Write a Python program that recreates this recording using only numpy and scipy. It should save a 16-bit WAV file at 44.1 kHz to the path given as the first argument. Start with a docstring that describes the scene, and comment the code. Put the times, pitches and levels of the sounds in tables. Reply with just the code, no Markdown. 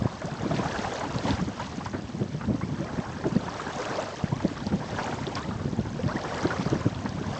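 """Bow waves of a small sailing kayak in chop, heard from a camera on board.
Each wave swells into churning bubbles and spray: patchy coloured noise plus swarms of decaying sines.
Wavelets slap the hull, air pockets gurgle upward in pitch, drops tick and ping, flung spray patters.
Wind is flickering low noise; buffets are short runs of low-pitched pressure pulses.
The camera adds two faint steady tones and a low-pass."""
import sys
import numpy as np
from scipy import signal
from scipy.fft import rfft, irfft, next_fast_len
from scipy.io import wavfile
from scipy.ndimage import uniform_filter1d

SR = 44100
rng = np.random.default_rng(int(sys.argv[2]) if len(sys.argv) > 2 else 0)


def int16_out(signal):
    """Quantize to a 16-bit WAV file."""
    q = np.round(np.clip(np.atleast_2d(signal).T, -1, 1) * 32767)
    wavfile.write(sys.argv[1], SR, q.astype(np.int16))


N = 325898
T = np.arange(N) / SR

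# Levels in the tables are nominal, before each source's trim gains.
# waves breaking at the bow: crest_s, rise_s, fall_s, churn_db, spray_db
BOW_WAVES = [(0.1, 0.18, 0.1, -41, -54), (0.8, 0.3, 0.29, -32, -44.5), (1.3, 0.086, 0.085, -33.5, -43.5),
             (1.63, 0.15, .17, -44, -50.5), (2.97, .22, 0.26, -39, -56), (3.9, 0.34, 0.22, -32.5, -45),
             (4.55, 0.22, 0.34, -42, -52), (5.02, 0.11, .17, -33.5, -46), (5.37, .12, 0.25, -39.5, -52),
             (6.4, 0.21, 0.34, -32.5, -45.3), (7.38, 0.14, .15, -36.5, -49)]
# spectrum of churning water: freq_hz, density_db (relative)
CHURN_SPECTRUM = [(140, -16.5), (290, 4.5), (440, 4), (610, 5), (960, 3.5), (1240, -1.5), (1680, -2.5),
                  (2150, -16.5), (2850, -42), (5100, -58.5)]
# spectrum of spray: freq_hz, density_db (relative)
SPRAY_SPECTRUM = [(1250, 0), (2050, 2.5), (2550, 0.5), (3150, 1), (3850, -1.5), (4850, -1.5), (6050, -3.5),
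                  (7050, -6.5), (8050, -11.5), (8900, -38)]
# wind level at the microphone: time_s, level_db
WIND_LEVEL = [(0.0, -37), (0.12, -45), (0.33, -43), (0.54, -34), (0.88, -43.5), (1.25, -34), (1.56, -43),
              (2.3, -40), (2.59, -36.5), (4.16, -47), (4.4, -39.5), (4.69, -42), (4.88, -38.5), (5.06, -42),
              (5.84, -35), (6.2, -42.5), (6.75, -37.5), (7.39, -39)]
# spectrum of wind turbulence: freq_hz, density_db (relative)
WIND_SPECTRUM = [(21, -33.5), (36, -12.5), (52, -7.5), (76, -1), (112, 1.5), (158, 1), (235, -1), (325, -8),
                 (510, -19), (1020, -35), (2900, -77)]
# strong eddies hitting the microphone: centre_s, level_db, pitch_hz, length_s
STRONG_BUFFETS = [(0.022, -13.5, 175, 0.0028), (0.057, -11, 173, 0.0046), (0.435, -20, 204, 0.0042),
                  (0.463, -20.5, 292, 0.0093), (0.597, -20, 204, 0.011), (1.254, -24, 270.6, .018),
                  (1.424, -20.5, 168, 0.014), (1.948, -23, 220, .012), (2.218, -19.5, 240, .018),
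                  (2.489, -16, 179, 0.011), (2.509, -15, 196, 0.0077), (2.55, -21.5, 221, 0.01),
                  (2.636, -21.5, 208, 0.0067), (3.267, -18.5, 294, .017), (3.328, -23, 217, .01),
                  (3.365, -11.5, 217, 0.0072), (4.241, -11.5, 154, 0.0034), (4.328, -17, 180, 0.0085),
                  (4.452, -12.5, 304, 0.0065), (4.67, -19.5, 166, 0.0082), (4.738, -17.5, 218, 0.0197),
                  (5.279, -23.5, 313, 0.0078), (5.658, -17, 191, 0.0059), (5.791, -16.5, 182, 0.0096),
                  (6.04, -17.5, 204, 0.0062), (6.064, -16.5, 196, 0.0082), (6.159, -20, 230, .007),
                  (6.456, -14, 262, 0.0074), (6.596, -20, 220, 0.0072), (6.666, -17.5, 233, 0.0072),
                  (6.731, -14, 250, 0.0068), (6.76, -21.5, 258, 0.0094), (6.865, -11.5, 225, 0.0071)]
# air pockets squeezed along the hull: start_s, length_s, level_db, first_pitch_hz, last_pitch_hz
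AIR_POCKETS = [(0.059, 0.019, -35.5, 593, 1200), (.24, 0.092, -42.5, 393.6, 1083),
               (0.747, 0.021, -36, 1080, 1900), (1.025, 0.036, -33, 718, 1046),
               (1.256, 0.05, -34.5, 470, 655), (1.597, 0.042, -40.5, 467, 714),
               (2.617, .03, -46.5, 1984, 2350), (5.425, .027, -47, 1710, 2080),
               (6.076, 0.06, -39, 880, 1770), (6.155, 0.027, -37, 1584, 2180)]
# large drops landing close by: centre_s, level_db, pitch_hz
LARGE_DROPS = [(1.186, -29.5, 4100), (1.308, -25, 3500), (4.668, -31.5, 4500), (5.269, -28.5, 3700),
               (5.355, -26, 4840), (6.08, -33, 4300), (6.471, -28.5, 4030), (6.702, -34, 5150),
               (7.093, -32.5, 5200)]
# strong wavelets on the hull: start_s, level_db, bubble_pitch_hz, decay_s, ring_power_share (0-1)
STRONG_SLAPS = [(0.51, -21, 646, 0.01, 0.86), (1.034, -27, 883, 0.012, .85), (1.281, -24, 892, 0.013, 0.93),
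                (1.594, -28.5, 940, 0.023, 0.65), (1.859, -25, 955, 0.0097, 0.73),
                (1.932, -32.5, 621, 0.032, 0.43), (2.41, -30.5, 1180, 0.011, 0.46),
                (2.811, -29.5, 550, 0.018, 0.98), (3.985, -20, 608, 0.011, 0.98),
                (4.317, -30, 950, 0.017, 1), (4.823, -30, 960, 0.012, 0.92),
                (4.984, -24.5, 870, 0.02, 0.27), (5.361, -27.5, 1065, .026, 0.56),
                (5.992, -24, 472, 0.009, 1), (6.078, -29, 600, 0.022, 0.9), (6.247, -31.5, 1040, .01, .3),
                (6.505, -24, 1410, .013, 0.64), (7.059, -24.5, 887, 0.0063, 0.3)]
# handfuls of spray falling back: start_s, length_s, level_db
SPRAY_FALLS = [(0.533, .07, -43.5), (1.263, 0.081, -42.5), (1.6, 0.075, -46.5), (1.838, 0.044, -49),
               (4.656, 0.026, -52.5), (5.348, 0.05, -42), (6.603, 0.027, -42), (7.053, 0.07, -54)]
# steady camera tones: freq_hz, level_db (rms)
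CAMERA_TONES = [(7886, -79), (8114, -83)]

CALM_CHURN_DB, CALM_SPRAY_DB = -47, -53  # wash between waves
SURGE_SHAPE = 1.49  # exponent: 1 pointed crest, 2 rounded
DROP_S = .0021  # nominal drop length
EDGE_HZ = 8800  # camera low-pass


def amp(db):
    """Decibels to gain."""
    return 10 ** (np.asarray(db) / 20)


def unit(x):
    """Scale to rms 1."""
    return x / np.sqrt(np.mean(np.abs(x) ** 2) + 1e-20)


def curve(rows, axis):
    """One table column interpolated to every sample."""
    rows = np.asarray(rows)
    return np.interp(T, rows[:, 0], rows[:, axis])


def colour(points, hz):
    """Spectrum gain at the given frequencies."""
    f, db = np.transpose(points)
    return amp(np.interp(np.log(hz + 1), np.log(f), db))


def add(mix, s, sound):
    """Mix in a sound starting at s seconds."""
    start = round(s * SR)
    sound = sound[max(-start, 0):]
    part = mix[max(start, 0):][:len(sound)]
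    part += sound[:len(part)]


def patchy_noise(points, patch_db, patch_s, patch_hz, flicker_db):
    """Coloured noise with time-frequency patches and a flicker shared by all pitches."""
    window, hop = 512, 128
    frames, hz = N // hop + 9, np.fft.rfftfreq(window, 1 / SR)
    re, im, patches = rng.standard_normal((3, len(hz), frames))
    span_frames = max(1, round(patch_s * SR / hop))
    width_bins = max(1, round(patch_hz / hz[1]))
    patches = uniform_filter1d(patches, span_frames, axis=1)
    patches = unit(uniform_filter1d(patches, width_bins, axis=0))
    flicker = unit(uniform_filter1d(rng.standard_normal(frames), span_frames))
    gain = amp(patch_db * np.clip(patches, -2, 2) + flicker_db * np.clip(flicker, -2, 2))
    x = signal.istft((re + 1j * im) * gain, nperseg=window, noverlap=window - hop)[1][:N]
    size = next_fast_len(N)
    spectrum = rfft(x, size) * colour(points, np.fft.rfftfreq(size, 1 / SR))
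    return unit(irfft(spectrum, size)[:N])


def bubble(t, hz, decay_s, rise):
    """A trapped air pocket rings and dies; its pitch climbs as it nears the surface."""
    age = np.maximum(t, 0) / decay_s
    pitch_hz = hz * (1 + rise * (np.minimum(age, 3) - .5))
    phase = 2 * np.pi * np.cumsum(pitch_hz * (t > 0)) / SR
    return (1 - np.exp(-6 * age)) * np.exp(-age) * np.sin(phase)


def bubbles(points, low_hz, high_hz, per_s, cycles, spread_db, rise, count=70):
    """A swarm of bubbles of many sizes, most of them faint."""
    out = np.zeros(N)
    for hz in np.geomspace(low_hz, high_hz, count):
        decay_s = cycles * rng.uniform(0.52, 1.29) / hz
        t = np.arange(int(5 * decay_s * SR) + 8) / SR
        ring = unit(bubble(t, hz, decay_s, rise)) / np.sqrt(decay_s)
        gain = colour(points, hz) * np.sqrt(hz)
        draws = rng.random((600, 3))[:max(1, int(per_s * N / SR / count))]
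        for when, luck, side in draws:
            size_db = spread_db * min(-np.log(1 - luck), 3.5)
            polarity = np.sign(side - .5)
            add(out, when * N / SR, ring * amp(size_db) * gain * polarity)
    return unit(out)


def burst(t, hz, decay_s, octaves):
    """One band of noise with a quick rise, then a decay."""
    f = np.fft.rfftfreq(len(t), 1 / SR)
    band = 1 / (1 + np.abs(np.log2(np.maximum(f, 1) / hz) / octaves) ** 5)
    noise = irfft(band * np.exp(2j * np.pi * rng.random(len(f))), len(t))
    shape = (1 - np.exp(-22 * t / decay_s)) * np.exp(-t / decay_s)
    return unit(noise * shape) * np.sqrt(np.mean(shape ** 2) / 2)


def surge(axis, calm_db):
    """Level in dB of one bow-wave part: each wave swells to its crest and ebbs into the calm wash."""
    power = amp(calm_db) ** 2
    for wave in BOW_WAVES:
        crest_s, rise_s, fall_s = wave[:3]
        away = np.abs(T - crest_s) / np.where(T < crest_s, rise_s, fall_s)
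        power = power + amp(wave[axis]) ** 2 * np.exp(-away ** SURGE_SHAPE)
    return 10 * np.log10(power)


def scatter(level_db, per_s, spread_db, low_hz, high_hz):
    """Small events, loosely even in time, following a driving level: time_s, level_db, pitch_hz."""
    when, size, pitch = rng.random((300, 3)).T
    s = (np.arange(len(when)) + when) / per_s
    db = np.interp(s, T, level_db) + spread_db * (2 * size - 1)
    hz = low_hz * (high_hz / low_hz) ** pitch
    return np.transpose([s, db, hz])[s < T[-1]]


def low_cut(x, hz):
    """The microphone port passes little of the deepest pressure swings."""
    return signal.sosfilt(signal.butter(2, hz, "highpass", fs=SR, output="sos"), x)


def bow_wave():
    """Water churns into large bubbles and throws up fine spray."""
    wash = amp(-3.5) * patchy_noise(CHURN_SPECTRUM, patch_db=4.0, patch_s=.016, patch_hz=340,
                                    flicker_db=1.5)
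    bubbling = amp(-4.0) * bubbles(CHURN_SPECTRUM, low_hz=358.5, high_hz=2523, per_s=400,
                                   cycles=7.74, spread_db=3.0, rise=.09)
    spray = amp(0.5) * patchy_noise(SPRAY_SPECTRUM, patch_db=1.27, patch_s=.014, patch_hz=700,
                                    flicker_db=0.7)
    fizz = amp(-3) * bubbles(SPRAY_SPECTRUM, low_hz=1844, high_hz=7170, per_s=900,
                             cycles=5.7, spread_db=6.0, rise=0.055)
    churn_db = surge(axis=3, calm_db=CALM_CHURN_DB)
    spray_db = surge(axis=4, calm_db=CALM_SPRAY_DB)
    crackle = amp(0.28 * (spray_db - spray_db.mean()))  # crests crackle more than calm water
    return (wash + bubbling) * amp(churn_db) + (spray + crackle * fizz) * amp(spray_db)


def wind():
    """Lumpy low turbulence at the microphone."""
    turbulence = patchy_noise(WIND_SPECTRUM, patch_db=2.5, patch_s=.018, patch_hz=180, flicker_db=3.0)
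    return amp(3.5) * amp(curve(WIND_LEVEL, axis=1)) * turbulence


def buffets(trim_db=1.5, sharpness=3.6, spacing_cycles=1.228, reach=1.0,
            edge_db=-12, edge_hz=470, over_wind_db=13, light_s=0.00914):
    """Runs of eddies, each a pulse of a cycle or two, with a noisy leading edge; light ones follow the wind."""
    out, t = np.zeros(N), np.arange(-4096, 4096) / SR
    place = np.arange(-5, 6)[:, None]  # eddy index within a run
    light = scatter(curve(WIND_LEVEL, axis=1) + over_wind_db, per_s=6.5, spread_db=5,
                    low_hz=165, high_hz=280.4)
    for centre_s, db, hz, length_s in list(STRONG_BUFFETS) + [(*row, light_s) for row in light]:
        jitter, turn, size = rng.random((3, len(place), 1))
        offset = 0.71 * (jitter - .5) * (place != 0)
        at_s = (place + offset) * spacing_cycles / hz
        pitch_hz = hz * (0.86 + 0.34 * size)
        pulse = (1 - 2j * np.pi * pitch_hz * (t - at_s) / sharpness) ** -sharpness
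        eddies = (pulse * np.exp(2j * np.pi * turn)).real
        run = (eddies * np.exp(-np.abs(at_s) / (reach * length_s))).sum(0)
        run = unit(run) * np.sqrt(length_s * SR / len(t) / 2)
        add(out, centre_s + t[0], amp(db + trim_db) * run)
        edge = burst(t - t[0], edge_hz, 1.5 * length_s, octaves=0.55)
        add(out, centre_s - length_s / 2, amp(db + edge_db) * edge)
    return low_cut(out, hz=108)


def gurgles(flutter=0.45, flutter_s=0.0055):
    """A shrinking air pocket sweeps upward while the water shakes it."""
    out = np.zeros(N)
    for s, length_s, db, first_hz, last_hz in AIR_POCKETS:
        pitch_hz = np.geomspace(first_hz, last_hz, round(length_s * SR))
        shake = uniform_filter1d(rng.standard_normal((2, SR)), max(1, round(flutter_s * SR)))
        re, im = unit(shake)[:, :len(pitch_hz)]
        carrier = np.exp(2j * np.pi * np.cumsum(pitch_hz) / SR)
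        ring = ((1 + flutter * (re + 1j * im)) * carrier).real
        add(out, s, amp(db) * unit(ring * signal.windows.tukey(len(ring), .6)))
    return out


def drops(ping_db=3.0, tick_db=1, over_spray_db=9):
    """A drop lands with a tick and a tiny bubble's ping; small ones fall out of the spray throughout."""
    out, t = np.zeros(N), np.arange(2048) / SR
    spray_db = surge(axis=4, calm_db=CALM_SPRAY_DB)
    small = scatter(spray_db + over_spray_db, per_s=7, spread_db=5, low_hz=2100, high_hz=5790)
    for centre_s, db, hz in list(LARGE_DROPS) + list(small):
        ping = amp(ping_db) * bubble(t, hz, .5 * DROP_S, rise=0.028)
        tick = amp(tick_db) * burst(t, hz, 1.1 * DROP_S, octaves=0.42)
        add(out, centre_s - DROP_S / 2, amp(db) * (ping + tick))
    return out


def slaps(ring_db=3.0, splash_db=3.0, rise=0.091, splash_hz=1050, splash_octaves=0.86,
          lap_db=-37, lap_follow=0.52, lap_s=0.01, lap_ring=0.61):
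    """Wavelets smack the hull with a splash and a ringing air pocket; light laps follow the churn level."""
    out, t = np.zeros(N), np.arange(8192) / SR
    swell_db = surge(axis=3, calm_db=CALM_CHURN_DB) - CALM_CHURN_DB
    laps = scatter(lap_db + lap_follow * swell_db, per_s=4.5, spread_db=5, low_hz=562, high_hz=1392)
    for s, db, hz, decay_s, share in list(STRONG_SLAPS) + [(*lap, lap_s, lap_ring) for lap in laps]:
        share = np.clip(share, 0, 1)
        pocket = amp(ring_db) * bubble(t, hz, decay_s, rise)
        splash = amp(splash_db) * burst(t, splash_hz, decay_s, splash_octaves)
        add(out, s, amp(db) * (np.sqrt(share) * pocket + np.sqrt(1 - share) * splash))
    return out


def showers(patter_db=-2.5, mist_db=-4.5):
    """Flung spray lands as a short cluster of small drops in a fine mist."""
    patter = amp(patter_db) * bubbles(SPRAY_SPECTRUM, low_hz=1530, high_hz=4870, per_s=1300,
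                                      cycles=3.6, spread_db=5.5, rise=0.037)
    mist = amp(mist_db) * patchy_noise(SPRAY_SPECTRUM, patch_db=3.5, patch_s=.009, patch_hz=904,
                                       flicker_db=-2.5)
    fall = np.zeros(N)
    for s, length_s, db in SPRAY_FALLS:
        age = np.linspace(0, 1, round(length_s * SR))
        add(fall, s, amp(db) * unit(np.sin(np.pi * age ** 0.83)))
    return fall * (patter + mist)


def scene():
    """Water and wind summed at one microphone."""
    water = bow_wave() + gurgles() + drops() + slaps() + showers()
    return (water + wind() + buffets())[None]


def record(dry):
    """The camera adds its faint whine and limits the band."""
    whine = sum(amp(db) * np.sqrt(2) * np.sin(2 * np.pi * hz * T) for hz, db in CAMERA_TONES)
    low_pass = signal.firwin(301, EDGE_HZ, window=("kaiser", 8), fs=SR)
    return signal.oaconvolve(dry + whine, low_pass[None], "same")


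dry = scene()
out = record(dry)
int16_out(out)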